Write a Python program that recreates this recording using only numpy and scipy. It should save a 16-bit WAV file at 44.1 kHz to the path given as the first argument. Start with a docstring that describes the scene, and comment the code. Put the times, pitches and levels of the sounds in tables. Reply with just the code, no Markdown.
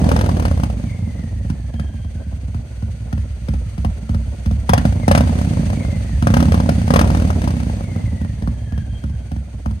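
"""A big 45-degree V-twin motorcycle, open exhaust, close by in a driveway: each exhaust stroke rings the pipe modes.
It starts fast, falls to a choppy idle as only some charges burn, and is blipped four times.
Strokes pop and crack as shaped noise and short swings; low orders of the cycle sum to a drone at speed.
Valve gear clatters and air hisses as beating noise; the cam drive whines at a multiple of the cycle.
A fence and a covered car answer with a decaying noise tail."""
import sys
import numpy as np
from scipy import signal
from scipy.fft import rfft, irfft, next_fast_len
from scipy.io import wavfile
from scipy.ndimage import uniform_filter1d, map_coordinates

SR = 44100
rng = np.random.default_rng(int(sys.argv[2]) if len(sys.argv) > 2 else 0)


def persist_wave(psi):
    """Save psi, clipped to +-1, as 16-bit WAV."""
    counts = np.round(np.clip(psi, -1, 1) * 32767).astype(np.int16)
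    wavfile.write(sys.argv[1], SR, np.atleast_2d(counts).T)


N = 432180
SECONDS = np.arange(N) / SR


def amp(db):
    """dB to gain."""
    return 10 ** (np.asarray(db) / 20)


def unit(x):
    """Scaled to rms 1."""
    return x / np.sqrt(np.mean(x ** 2) + 1e-20)


def along(points, hz):
    """(f/Hz, value) points interpolated on a log frequency axis."""
    f, value = np.transpose(points)
    return np.interp(np.log(hz + 1), np.log(f + 1), value)


def curves(rows, x):
    """Each column after the first, interpolated at x."""
    knots, *columns = np.transpose(rows)
    return np.array([np.interp(x, knots, column) for column in columns])


def filtered(x, response):
    """x times a complex response of frequency."""
    size = next_fast_len(N + SR // 2)
    spectrum = rfft(x, size) * response(np.fft.rfftfreq(size, 1 / SR))
    return irfft(spectrum, size)[..., :N]


def noise(spectrum, channels=1):
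    """Coloured noise of rms 1."""
    white = rng.standard_normal((channels, N))
    return unit(filtered(white, lambda hz: amp(along(spectrum, hz))))


def wobble(rate_hz):
    """Smooth random curve, rate_hz knots a second."""
    knots = rng.standard_normal(int(N * rate_hz / SR) + 4)
    return map_coordinates(knots, [SECONDS * rate_hz])


def lay(rows, start_s):
    """Sum of rows of samples, each from its own start time."""
    at = np.round(start_s * SR).astype(int)[:, None] + np.arange(rows.shape[1])
    inside = (at >= 0) & (at < N)
    return np.bincount(at[inside], rows[inside], N)


# pipe modes: f/Hz, relative level/dB, t60/s
THUMP_MODES = [(66.3, 2, 1), (101.7, 3.5, 0.18)]
BARK_MODES = [(139.1, -2, 0.75), (166.7, 2, 0.16), (220.6, 0.5, 0.37), (271, -8.5, 0.18)]
# gas jet spectra: f/Hz, relative level/dB
POP_SPECTRUM = [(200, -32), (330, -30), (400, -14), (520, 4.5), (800, 3.5), (1050, -4), (1300, -8.5),
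                (1600, -19), (2200, -43.5)]
CRACK_SPECTRUM = [(820, -32), (1400, 2.5), (1730, 0), (2610, -4), (4040, -11.5), (4610, -11), (5380, -9),
                  (5950, -12.5), (7530, -23), (9230, -11.5), (11100, -19.5), (13200, -24.5), (14900, -27),
                  (16000, -42)]


def exhaust():
    """Pipe modes give thump and bark, the leaving gas pop and crack, the pumping a drone."""
    start_s, db, listed = strokes()
    thump_db, bark_db, pop_db, crack_db = db.T
    # at speed the drone carries most of the thump
    thump_cut_db = np.interp(np.gradient(start_s), [.03, .052], [-17, 0])
    # the lowest mode swings against the others
    thump = ring(THUMP_MODES, [1, -1], start_s, thump_db + thump_cut_db, listed, heat=0.42)
    bark = ring(BARK_MODES, [-1, -1, -1, -1], start_s, bark_db, listed, heat=0.81)
    pop_jet = burst(start_s, pop_db, peak_s=0.0029, t60_s=0.023)
    pop = amp(7.5) * pop_jet * noise(POP_SPECTRUM)[0] + knock(start_s, pop_db - 0.5)
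    crack_jet = burst(start_s, crack_db, peak_s=0.0037, t60_s=0.04)
    crack = amp(5.5) * crack_jet * noise(CRACK_SPECTRUM)[0]
    return thump + bark + drone() + pop + crack


# exhaust strokes picked out one by one, strong and weak: t/s, relative thump, bark and crack level/dB
LISTED_STROKES = [(0.014, -21, -14.5, -40), (0.064, -21, -13.5, -42), (0.089, -24, -28.5, -28.5),
                  (0.114, -9, -19.5, -26), (0.162, -20, -21.5, -29), (0.189, -8, -22, -30.5),
                  (0.21, -0.5, -30, -29.5), (0.26, 1, -23, -32.5), (0.29, -19, -20, -32.5),
                  (0.367, -9, -24.5, -36.5), (0.396, -7, -21, -32), (0.451, 2.5, -22.5, -28.5),
                  (0.512, -18, -28, -38), (0.574, -28, -43, -41), (0.597, -8, -21, -39.5),
                  (0.633, -15, -20.5, -30), (0.699, -34, -32, -41), (0.837, -30, -25, -45.5),
                  (1.073, -18, -24.5, -63), (1.191, -23, -29, -51), (1.236, -16, -26, -52.5),
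                  (1.447, -14, -30.5, -52), (1.499, -16.5, -21.5, -39.5), (1.738, -22, -28.5, -47.5),
                  (1.795, -22, -24.5, -40.5), (1.839, -19.5, -38, -60.5), (1.939, -24, -33, -59.5),
                  (2.045, -22.5, -35.5, -53), (2.148, -22.5, -34, -61), (2.262, -23.5, -34.5, -62),
                  (2.325, -22, -35, -62), (2.479, -24, -36.5, -63), (2.544, -20, -29.5, -47),
                  (2.823, -20.5, -31, -50.5), (2.887, -22.5, -41, -63), (3.126, -18.5, -23.5, -39),
                  (3.176, -18.5, -34.5, -47), (3.484, -16.5, -22.5, -39.5), (3.536, -17.5, -29, -43),
                  (3.778, -19, -27.5, -43), (3.846, -15, -22.5, -37), (3.898, -23, -44, -55),
                  (4.091, -16, -23, -43), (4.144, -16.5, -25, -41), (4.458, -14, -22.5, -39),
                  (4.51, -15.5, -23.5, -43), (4.692, -15.5, -15, -22), (4.733, -5.5, -22, -18.5),
                  (4.777, -6.5, -16.5, -25), (4.851, -2, -12, -30), (5.079, -4, -11.5, -22),
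                  (5.112, 0.5, -17, -20), (5.149, -19, -12.5, -19), (5.175, 5.5, -16.5, -21.5),
                  (5.206, -18, -13.5, -28.5), (5.272, -21, -28, -38.5), (5.326, -25, -34, -45.5),
                  (5.353, -16, -22.5, -40), (5.386, -16, -33, -36.5), (5.413, -10, -21, -35.5),
                  (5.473, -10, -20, -47), (5.533, -11, -21.5, -41.5), (5.594, -20, -15, -45),
                  (5.63, -25, -19.6, -49),  (5.772, -10, -22.5, -52.5), (5.925, -27, -23.5, -60),
                  (6.223, -8, -17, -32.5), (6.269, -7.5, -15, -25), (6.302, 0.5, -15.5, -33),
                  (6.338, -11, -12.5, -23), (6.367, 4, -13, -25.5), (6.401, -19, -10.5, -27.5),
                  (6.425, -4.5, -13.5, -29), (6.453, -5.5, -16, -35.5), (6.483, -11, -13.5, -37.5),
                  (6.519, 1.5, -29, -28.5), (6.542, -9, -18, -29.5), (6.6, -20, -17.5, -32),
                  (6.69, -14, -12.5, -25.5), (6.904, -20, -12, -26.5), (6.937, -25, -16, -21),
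                  (6.959, 1.5, -12, -19), (6.99, -14, -17, -21), (7.011, -3.5, -14, -24),
                  (7.073, -16, -21, -35.5), (7.101, -24, -16.5, -33.5), (7.147, -28, -18, -31.5),
                  (7.17, -12, -18.5, -34), (7.197, -21, -36, -37), (7.22, -22, -21.5, -35.5),
                  (7.302, -21, -23, -32.5), (7.416, -2, -24.5, -35), (7.439, -16, -19.5, -38),
                  (7.475, -15, -18, -33.5), (7.537, -15, -21, -45), (7.6, -19, -24.5, -38.5),
                  (7.697, -6.5, -25.5, -45), (7.96, -12, -22.5, -45.5), (8.127, -12.5, -24.5, -71),
                  (8.213, -14, -22.5, -47.5), (8.246, -18, -29, -47.5), (8.421, -12, -27, -43),
                  (8.473, -15, -20.5, -42.5), (8.721, -19, -28, -48), (8.776, -20, -27, -44.5),
                  (9.037, -21, -26.5, -45), (9.095, -22, -32.5, -52), (9.315, -22.5, -27, -45.5),
                  (9.362, -21, -29.5, -50.5), (9.658, -18, -24, -42), (9.709, -21.5, -31, -49)]
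# all other strokes, burnt or not, by speed: speed/(cycles/s), relative thump, bark and crack level/dB
RULED_LEVELS = [(8.3, -25.5, -39.5, -75), (10, -21, -36, -76), (13, -12.5, -31.5, -51.5),
                (16, -7.5, -26, -46), (20, -22.5, -22.5, -43)]
# scatter of those other strokes: thump, bark, crack [dB, standard deviation]
RULED_SCATTER_DB = [3.5, 2.5, 4]
# microphone carried nearer to the engine and away: t/s, relative level/dB
NEARNESS = [(0, 3.5), (.7, -1.5), (2, -2), (3, -1), (4, 1), (5.3, 4), (6.2, 4.5), (7.6, 2), (8.6, -1),
            (9.8, -3.5)]
POP_OVER_CRACK_DB, POP_SCATTER_DB = 9, 1.5


def strokes():
    """Time, four levels and listed-or-not of every exhaust stroke; the crank angle times the unlisted."""
    angle, speed = crank()
    whole = np.arange(np.floor(angle[0]), np.ceil(angle[-1]))
    cycles = np.ravel([whole, whole + SECOND_CYLINDER], order="F")
    cycles = cycles[(cycles > angle[0]) & (cycles < angle[-1])]
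    t = np.interp(cycles, angle, SECONDS)
    chance = rng.standard_normal((len(t), 4))
    ruled_db = curves(RULED_LEVELS, np.interp(t, SECONDS, speed)).T
    db = ruled_db + curves(NEARNESS, t).T + chance[:, :3] * RULED_SCATTER_DB
    # a listed stroke replaces the time and levels of the nearest one
    rows = np.array(LISTED_STROKES)
    nearest = np.abs(t - rows[:, :1]).argmin(axis=1)
    listed = np.isin(np.arange(len(t)), nearest)
    t[nearest], db[nearest] = rows[:, 0], rows[:, 1:]
    pop_db = db[:, 2] + POP_OVER_CRACK_DB + POP_SCATTER_DB * chance[:, 3]
    return t, np.column_stack([db[:, 0], db[:, 1], pop_db, db[:, 2]]), listed


def ring(modes, signs, start_s, db, listed, heat):
    """Pipe modes struck by each stroke and stopped by the next opening valve."""
    gap_s = np.diff(start_s, append=start_s[-1] + 0.096)[:, None]
    cycle_s = gap_s + np.roll(gap_s, 1)
    listed = listed[:, None]
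    lead_s = .01
    t = np.arange(SR // 10) / SR - lead_s
    # the pressure trough follows the valve by a crank angle; unlisted slow strokes: sooner, less evenly
    slow = np.clip(cycle_s - .06, 0, 1)
    lag_s = np.clip(0.0861 * cycle_s - .002 - np.where(listed, 0, 0.067 * slow), 0, 1)
    uneven_s = np.where(listed, .0003, 0.00089 + 0.0098 * slow)
    # more strokes a second heat the gas and raise the modes
    warm = 1 + heat * np.clip(.11 - cycle_s, 0, 1)
    opening = np.clip((t - lag_s + .005) / .005, 0, 1)
    closing = np.clip((gap_s + lag_s - t) / 0.0093, 0, 1)
    gate = np.sin(np.pi / 2 * opening) ** 2 * np.sin(np.pi / 2 * closing) ** 2
    chance = rng.standard_normal((len(start_s), 3, len(modes)))
    rows = 0
    for k, (hz, level_db, t60_s) in enumerate(modes):
        pitch_hz = hz * warm * (1 + .018 * chance[:, 0, k:k + 1])
        phase = 2 * np.pi * pitch_hz * (t - lag_s + uneven_s * chance[:, 1, k:k + 1])
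        decay_db = level_db + 2.3 * chance[:, 2, k:k + 1] - 60 * t / t60_s
        rows = rows + signs[k] * amp(decay_db) * np.cos(phase)
    rows = rows * gate
    # db sets each stroke's rms over the gap to the next
    rms = np.sqrt(np.sum(rows ** 2, axis=1, keepdims=True) / (gap_s * SR))
    return lay(rows / rms * amp(db)[:, None], start_s - lead_s)


def burst(start_s, db, peak_s, t60_s):
    """Envelope of a gas jet: quick rise to its peak, then a fall."""
    t = np.arange(SR // 12) / SR
    shape = np.clip(t / peak_s, 0, 1) ** 2 * amp(-60 * np.maximum(t - peak_s, 0) / t60_s)
    return lay(amp(db)[:, None] * shape, start_s - .001)


def knock(start_s, db):
    """The jet's front rings the muffler end for a few swings, at a new pitch each time."""
    t = np.arange(SR // 40) / SR
    peak_s = .002
    hz = 720 * np.exp(0.2 * rng.standard_normal((len(start_s), 1)))
    envelope = (t / peak_s) ** 2 * np.exp(2 - 2 * t / peak_s)
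    swings = np.sin(2 * np.pi * hz * t) * envelope
    return lay(amp(db)[:, None] * swings, start_s + 0.00095)


# drone from piston pumping: speed/(cycles/s), relative level/dB
DRONE_LEVEL = [(8, -36), (11, -25.5), (14, -22.5), (17, -14.5), (21, -11)]
# pipe gain on the drone: f/Hz, relative level/dB
PIPE_GAIN = [(25, -45), (42, -17), (58, 8), (85, 4.5), (115, -3.5), (150, -25.5), (200, -10), (245, -16.5),
             (310, -25)]


def drone():
    """Low orders of the cycle: both cylinders push, and the pipe favours its own range."""
    angle, speed = crank()
    order = np.arange(2, 18)[:, None]
    phase = 2 * np.pi * order * (angle - .06)
    pushes = np.cos(phase) + 0.72 * np.cos(phase - 2 * np.pi * order * SECOND_CYLINDER)
    gain = amp(along(PIPE_GAIN, order * speed))
    orders = np.sum(gain * pushes, axis=0) / np.linalg.norm(gain, axis=0)
    unsteady_db = .8 * wobble(9)
    return -amp(along(DRONE_LEVEL, speed) + unsteady_db) * orders


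# engine speed, falling after each blip: t/s, speed/(four-stroke cycles/s)
ENGINE_SPEED = [(0, 20.94), (.3, 19.17), (.9, 13.1), (1.5, 10.67), (2.2, 9.12), (3.4, 8.19), (4.66, 8.41),
                (4.84, 14.6), (5.06, 12.4), (5.22, 17.39), (5.62, 15.72), (5.76, 13.5), (6.2, 10.81),
                (6.43, 17.78), (6.88, 15.84), (7.03, 20.31), (7.5, 16.39), (7.95, 12.56), (8.7, 9.77),
                (9.8, 8.37)]
FIRST_CYCLE = -.85  # crank position at the start, cycles
SECOND_CYLINDER = 315 / 720  # second cylinder's stroke after the first, cycles


def crank():
    """Cycles run (integral of speed) and cycles a second, at every sample."""
    speed = curves(ENGINE_SPEED, SECONDS)[0]
    return FIRST_CYCLE + np.cumsum(speed) / SR, speed


# valve gear and air intake: speed/(cycles/s), relative rattle and hiss level/dB
GEAR_LEVELS = [(8.3, -44.5, -50), (10, -43, -50.5), (13, -39, -47), (16, -37, -43.5), (20, -27.5, -42)]
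# noise spectra: f/Hz, relative level/dB
RATTLE_SPECTRUM = [(150, -23), (250, -1.5), (313, -9.5), (426, -12.5), (566, -8), (1000, -22), (1500, -35),
                   (1950, -52.5), (3300, -120)]
HISS_SPECTRUM = [(710, -48.5), (1200, -9.5), (2040, -3), (4000, -11), (4550, -7), (5300, -16.5), (6230, -8),
                 (7410, -17), (8720, -7.5), (9820, -16.5), (10400, -39), (11200, -41), (12600, -19.5),
                 (14200, -31), (16000, -58.5)]


def gear():
    """Valve clatter and intake hiss as noise beating with the cycle, plus the cam whine."""
    angle, speed = crank()
    near_db = curves(NEARNESS, SECONDS)
    rattle_db, hiss_db = curves(GEAR_LEVELS, speed) + near_db
    beat = np.cos(4 * np.pi * angle) + 0.63 * np.cos(8 * np.pi * angle + 1.5)
    pulse_db = 3 * np.cos(4 * np.pi * (angle - .05))  # low clatter swells twice a cycle
    rattle_gain = amp(rattle_db - 1.5 + 2.8 * wobble(40) + pulse_db)
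    rattle = rattle_gain * noise(RATTLE_SPECTRUM, channels=2)
    rattle = rattle + 0.21 * rattle[::-1]  # partly shared by both ports
    hiss_gain = amp(hiss_db + 1.44 * wobble(60) + 0.16 * beat)
    hiss = hiss_gain * noise(HISS_SPECTRUM, channels=2)
    left_right = np.array([[1.3], [.6]])
    return rattle + hiss + whine() * amp(0.83 * near_db) * left_right


# whine, loudest where the case resonates: f/Hz, relative level/dB
WHINE_LEVEL = [(1350, -68.5), (1500, -69), (1650, -59), (1800, -66), (2050, -56.5), (2200, -54),
               (2330, -72), (2600, -80)]
# thin steady tone woken by the whine's overtone: overtone f/Hz, relative level/dB
OVERTONE_RING = [(2950, -83), (3080, -63), (3250, -57), (3400, -58), (3500, -93)]
TEETH = 167  # whine cycles per engine cycle
WANDER_HZ = 60.33  # slow random pitch wander of the whine, at idle only
RING_HZ, RING_WIDTH_HZ = 3200, 70


def whine():
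    """Breathy gear-mesh tone, fluttering in pitch and strength, and the tone its overtone wakes."""
    mesh_hz = TEETH * crank()[1]
    idle = np.clip((1800 - mesh_hz) / 400, 0, 1)
    heard_hz = mesh_hz + WANDER_HZ * idle * wobble(6)
    rising_hz_per_s = uniform_filter1d(np.gradient(mesh_hz) * SR, size=SR // 30)
    loaded_db = np.clip(rising_hz_per_s / 100, 0, 30)  # it drops away while the engine gathers speed
    phase = 2 * np.pi * np.cumsum(heard_hz + 60 * wobble(200)) / SR
    tone_db = along(WHINE_LEVEL, heard_hz) + 8.5 + 2.1 * wobble(14) - loaded_db
    tone = amp(tone_db) * (1 + .5 * wobble(110)) * np.sin(phase)
    ring_db = along(OVERTONE_RING, 2 * mesh_hz) + 4.1 * wobble(14) - loaded_db
    skirt_hz = 3 * RING_WIDTH_HZ
    band = [(RING_HZ - skirt_hz, -60), (RING_HZ, 0), (RING_HZ + skirt_hz, -60)]
    return tone + amp(ring_db) * noise(band)[0]


# yard decay: f/Hz, t60/s
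YARD_DECAY = [(100, 0.3), (500, 0.12), (2000, 0.36), (10000, 0.052)]


def yard(x):
    """Fence and car answer: a noise tail in which each frequency dies at its own rate."""
    hz, t, bins = signal.stft(rng.standard_normal((2, SR // 3)), SR, nperseg=256)
    decay = amp(-60 * t / along(YARD_DECAY, hz)[:, None])
    tail = signal.istft(bins * decay, SR, nperseg=256)[1]
    tail = signal.lfilter(*signal.butter(2, 250, "high", fs=SR), tail)
    delayed = np.pad(x, (200, 0))[None]  # 200 samples
    return signal.fftconvolve(delayed, tail / np.linalg.norm(tail[0]), axes=1)[:, :N]


# phase between the ports: f/Hz, left lead/rad
PORT_PHASE = [(0, 0), (340, 0.1), (1210, 3.3), (1810, 2.5), (4570, 6.7), (6460, -0.3), (6800, -0.1),
              (9470, 6.4), (9990, 3.1), (11500, 3.2), (12200, 0.1), (14600, -0.1), (15300, -2.6),
              (15800, -3.1)]
# level between the ports: f/Hz, left minus right level/dB
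PORT_LEVEL = [(60, -1.5), (110, -1), (200, -3.5), (380, -6.5), (700, 1), (1290, 9.5), (2380, 4),
              (4400, 5.5), (8120, 13.5), (15000, -10)]


def scene():
    """The exhaust reaches two microphone ports with its own phase and level at each; yard and gear add."""
    pipe = exhaust()
    side = np.array([[.5], [-.5]])

    def ports(hz):
        """Half the level and phase difference to each port, with opposite signs."""
        return amp(side * along(PORT_LEVEL, hz)) * np.exp(1j * side * along(PORT_PHASE, hz))

    near = filtered(pipe, ports)
    answer = amp(-14) * yard(pipe)
    return near + answer + gear()


TOP_HZ = 16100


def record(dry):
    """The microphone drops the deepest bass, rounds the highest peaks and keeps nothing above TOP_HZ."""
    x = signal.lfilter(*signal.butter(3, 42, "high", fs=SR), dry)
    x = x / (1 + np.abs(x / .97) ** 4) ** (1 / 4)
    return filtered(x, lambda hz: hz < TOP_HZ)


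dry = scene()
out = record(dry)
persist_wave(out)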